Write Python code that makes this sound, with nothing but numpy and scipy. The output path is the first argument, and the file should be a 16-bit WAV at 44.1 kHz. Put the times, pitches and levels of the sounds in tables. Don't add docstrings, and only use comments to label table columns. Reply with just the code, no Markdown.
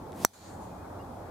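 import sys
import numpy as np
from scipy import signal
from scipy.fft import rfft, irfft
from scipy.io import wavfile
from scipy.ndimage import uniform_filter1d

SR = 44100
rng = np.random.default_rng(int(sys.argv[2]) if len(sys.argv) > 2 else 0)


def convert_level_to_amplitude(level_db):
    exponent = np.asarray(level_db, float) / 20
    return 10 ** exponent


def persist_wave(psi):
    counts = np.round(np.clip(psi, -1, 1) * 32767).astype(np.int16)
    wavfile.write(sys.argv[1], SR, np.atleast_2d(counts).T)


N = 57330

STRIKE_S = .24855
FACE_DELAY_S = .00031
WIND_FLICKER_DB, WASH_FLICKER_DB = 1.5, 2.6
# (frequency [Hz], density [dB per Hz])
SCATTER = [(300, -10), (1400, 0.5), (2800, -18), (4300, -2), (5300, -12.5), (7000, -7), (9500, -8.5),
           (14000, -18)]
# (frequency [Hz], density [dB per Hz])
HISS_COLOUR = [(1470, -15), (2500, -2.5), (2620, -9), (2840, -13), (3190, -2.5), (15000, -7.5),
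               (16500, -25.5)]


def curve(table, hz):
    points_hz, values = np.array(table).T
    return np.interp(np.log(hz), np.log(points_hz), values)


def unit(x):
    return x / np.sqrt(np.mean(x ** 2))


def walk(rate_hz):
    k = int(SR / rate_hz)
    steps = np.repeat(rng.standard_normal(N // k + 1), k)
    return 1.284 * uniform_filter1d(uniform_filter1d(steps, k), k)[:N]


def air(table, like, flicker_db=0., swell_db=0., lean=((1, 0), (2, 0))):
    hz = np.maximum(np.arange(N // 2 + 1) * SR / N, 1)
    likeness = np.clip(curve(like, hz) if np.ndim(like) else like, 0, .99)
    mid, side = rfft(rng.standard_normal((2, N)))
    mid, side = mid * np.sqrt(1 + likeness), side * np.sqrt(1 - likeness)
    low_hz, high_hz = table[0][0], table[-1][0]
    level_db = curve(table, hz) + np.outer([.5, -.5], curve(lean, hz))
    pair = np.array([mid + side, mid - side]) * convert_level_to_amplitude(level_db) * ((hz >= low_hz) & (hz <= high_hz))
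    out, swell, place = 0, walk(.95), 2 * np.log2(hz / 20)
    first, last = int(2 * np.log2(low_hz / 20)), int(2 * np.log2(high_hz / 20)) + 1
    for band in range(first, last + 1):
        part = irfft(pair * np.clip(1 - abs(place - band), 0, 1), N)
        out = out + part * convert_level_to_amplitude(swell_db * swell + flicker_db * walk(13.68))
    return unit(out)


def fade(t, t60_s):
    return (t >= 0) * convert_level_to_amplitude(-60 * np.maximum(t, 0) / t60_s)


def push(u):
    dip_s, dip_db, dip_start = .0003, -5, .38
    crest_s, crest_db = .00068, -11
    thud_hz, thud_t60_s, thud_db, thud_mid_db = 250, .02, -11.5, -24
    low_cut_hz = 150
    onset = np.clip(u / .00005, 0, 1)
    release = np.clip((dip_s - u) / .0001 + 1, 0, 1)
    dip = -convert_level_to_amplitude(dip_db) * onset * (dip_start + (1 - dip_start) * u / dip_s) * release
    crest = convert_level_to_amplitude(crest_db) * np.sin(np.pi * np.clip((u - dip_s) / crest_s, 0, 1)) ** 2.2
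    thud = np.cos(2 * np.pi * thud_hz * u) * fade(u, thud_t60_s) * np.clip(u / dip_s, 0, 1)
    thud = thud * (convert_level_to_amplitude(thud_db) * np.array([[1], [-1]]) - convert_level_to_amplitude(thud_mid_db))
    return signal.lfilter(*signal.butter(2, low_cut_hz, "high", fs=SR), dip + crest + thud)


def face_ring(f):
    # (frequency [Hz], level [dB], t60 [s])
    modes = [(5910, 0, .045), (5670, -19, .06), (7860, -8, .03), (8430, -9, .015), (4330, -21, .07),
             (6700, -14, .015), (9400, -13, .01), (10400, -16, .015), (11930, -10, .015), (14000, -9, .008),
             (15330, -11, .006), (2100, -24, .008)]
    rise_s, face_db, lean_db = .00032, -12, -3
    shell_hz, shell_db, shell_t60_s, rough_db = 5980, -33, .15, 5
    ring = 0
    for hz, db, t60_s in modes:
        ring = ring + convert_level_to_amplitude(db) * np.sin(2 * np.pi * hz * f) * fade(f, t60_s)
    ring = ring * np.clip(f / rise_s, 0, 1)
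    shell = np.sin(2 * np.pi * shell_hz * f) * fade(f, shell_t60_s)
    shell = shell * convert_level_to_amplitude(shell_db + rough_db * walk(400))
    return convert_level_to_amplitude(face_db + lean_db * np.array([[.5], [-.5]])) * ring + shell


def crack(f):
    # (frequency [Hz], density [dB per Hz])
    spray_colour = [(3500, -1.5), (4400, 2.5), (5100, -14), (6000, 1.5), (8000, 0), (12000, -1),
                    (14500, -15)]
    crack_db, crack_t60_s = -11, .0027
    spray_db, spray_t60_s, spray_rise_s, rough_db = -24, .05, .0018, 5
    burst = convert_level_to_amplitude(crack_db) * air([(6200, -12), (8500, -2), (12500, 0), (16300, -5)], .6)
    spray = convert_level_to_amplitude(spray_db + rough_db * walk(600)) * air(spray_colour, .6)
    spray = spray * fade(f, spray_t60_s) * np.clip(f / spray_rise_s, 0, 1)
    return burst * fade(f, crack_t60_s) + spray


def turf(f):
    turf_db, t60_s = -38, .22
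    return convert_level_to_amplitude(turf_db) * air(SCATTER, .6, WASH_FLICKER_DB) * fade(f, t60_s)


def strike(t):
    u = t - STRIKE_S
    f = u - FACE_DELAY_S
    return push(u) + face_ring(f) + crack(f) + turf(f)


def trees(t):
    # (delay [s], rise [s], t60 [s], level [dB])
    rows = [
        (0.082, 0.0069, .4, -38),
        (.15, .05, 0.43, -52.5),
        (.35, 0.042, 0.59, -59),
    ]
    # (frequency [Hz], width [Hz], level [dB])
    ring_bands = [(6880, 500, -5), (4300, 240, -10.5), (6170, 300, -16), (910, 540, -1.5)]
    like = .31
    shape = 0
    for delay_s, rise_s, t60_s, db in rows:
        u = t - STRIKE_S - delay_s
        shape = shape + convert_level_to_amplitude(db) * np.clip(u / rise_s, 0, 1) * fade(u, t60_s)
    wash = air(SCATTER, like, WASH_FLICKER_DB)
    for hz, width_hz, db in ring_bands:
        source = air([(300, 0), (9000, 0)], like)
        wash = wash + convert_level_to_amplitude(db) * unit(signal.lfilter(*signal.iirpeak(hz, hz / width_hz, fs=SR), source))
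    return shape * wash


def swing(t):
    # (frequency [Hz], density [dB per Hz])
    swish_colour = [(1060, -47.5), (1800, -2.5), (2740, -6.5), (7990, -5.5), (10500, -9), (11600, -6.5),
                    (16000, -17)]
    # (frequency [Hz], density [dB per Hz])
    whoosh_colour = [(71, -34), (120, -3), (346, 2), (535, -18), (693, -4.5), (2000, -28), (2600, -47),
                     (4400, -120)]
    start_s, fade_in_s, rise_db_per_s, fall_s = .12, .033, 170, .012
    swish_db, whoosh_db = -45.5, -34.5
    u = t - STRIKE_S
    speed = np.where(u < 0, convert_level_to_amplitude(rise_db_per_s * u), np.exp(-np.maximum(u, 0) / fall_s))
    speed = speed * np.clip((t - start_s) / fade_in_s, 0, 1)
    swish = convert_level_to_amplitude(swish_db) * air(swish_colour, .62, WIND_FLICKER_DB)
    whoosh = convert_level_to_amplitude(whoosh_db) * air(whoosh_colour, .94, WASH_FLICKER_DB)
    return speed * (swish + whoosh)


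def ticks(t):
    # (time [s], level [dB], centre [Hz])
    clicks = [(.1205, -46, 6000), (.1205, -46, 2500), (.130, -43, 2200), (.158, -52, 7000),
              (.538, -54, 9000), (.338, -33, 1500), (.267, -32, 1300), (.268, -34, 7500), (.284, -30, 1000)]
    out = 0
    for start_s, db, hz in clicks:
        burst = rng.standard_normal(N) + .6 * rng.standard_normal((2, N))
        burst = burst * fade(t - start_s, .01)
        band = signal.butter(2, [hz / 1.6, hz * 1.6], "band", fs=SR)
        out = out + convert_level_to_amplitude(db) * signal.lfilter(*band, burst)
    return out


def wind():
    # (frequency [Hz], density [dB per Hz])
    wind_colour = [(15, -54.5), (25, -14), (90, -8), (305, -9), (360, -12), (425, -11.5), (840, -9),
                   (1880, -31.5), (3500, -46.5), (4550, -61), (7700, -120)]
    # (frequency [Hz], correlation, clipped to 0..0.99)
    port_likeness = [(60, 0.99), (130, 0.95), (290, 0.94), (640, 0.35), (1410, 0.69), (3100, -2.2),
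                     (6820, -0.02), (15000, 0.03)]
    # (frequency [Hz], difference [dB])
    port_lean = [(200, -1.5), (500, -2.5), (1300, 3.5), (4000, -1.5)]
    wind_db, swell_db, left_lag_samples = -43, .7, 2
    out = convert_level_to_amplitude(wind_db) * air(wind_colour, port_likeness, WIND_FLICKER_DB, swell_db, port_lean)
    out[0] = np.roll(out[0], left_lag_samples)
    return out


def leaves():
    leaves_db, flicker_db = -71, .6
    return convert_level_to_amplitude(leaves_db) * air(HISS_COLOUR, .05, flicker_db)


def mower():
    # (frequency [Hz], rms level [dB])
    lines = [(91, -52), (184, -59.5), (273, -63)]
    drift, throb_db = .02, 2.5
    turns_s = np.cumsum(1 + drift * walk(7)) / SR
    out = 0
    for hz, db in lines:
        level = convert_level_to_amplitude(db + throb_db * walk(11.9)) * np.sqrt(2)
        out = out + level * np.sin(2 * np.pi * hz * turns_s)
    return out


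def birds(t):
    # (time [s], length [s], from [Hz], to [Hz], level [dB])
    peeps = [(.69, .09, 2520, 2400, -70), (.77, .07, 2400, 2510, -68), (.83, .04, 2400, 2100, -70),
             (.99, .036, 2760, 2910, -64), (.995, .04, 4900, 4950, -73), (.975, .025, 4050, 4000, -73)]
    out = 0
    for start_s, length_s, from_hz, to_hz, db in peeps:
        w = np.clip((t - start_s) / length_s, 0, 1)
        phase = 2 * np.pi * np.cumsum(from_hz + (to_hz - from_hz) * w) / SR
        swell = np.sqrt(np.sin(np.pi * w).clip(0))
        out = out + convert_level_to_amplitude(db + 2.6 * walk(60.2)) * swell * np.sin(phase)
    return out


def scene():
    t = np.arange(N) / SR
    club = strike(t) + trees(t) + swing(t) + ticks(t)
    return club + wind() + leaves() + mower() + birds(t)


def band_limit(x):
    return signal.sosfilt(signal.butter(12, 17680, fs=SR, output="sos"), x)


def record(dry):
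    lag_s, snap_s, snap_db = .0024, .00015, -13
    sag_s, sag_db, hold_s, climb_s = .016, -7, .08, .17
    self_db, top_hz, rumble_cut_hz = -65, 16700, 36
    u = np.arange(N) / SR - STRIKE_S - lag_s
    down_db = snap_db * np.clip(u / snap_s, 0, 1) + sag_db * (1 - np.exp(-np.maximum(u, 0) / sag_s))
    gain = convert_level_to_amplitude(down_db * np.clip(1 - (u - hold_s) / climb_s, 0, 1))
    wet = dry * gain + convert_level_to_amplitude(self_db) * air(HISS_COLOUR, 0.)
    wet = signal.sosfilt(signal.ellip(8, .2, 60, top_hz, fs=SR, output="sos"), wet)
    wet = signal.lfilter(*signal.butter(2, rumble_cut_hz, "high", fs=SR), wet)
    return band_limit(wet)


dry = scene()
out = record(dry)
persist_wave(out)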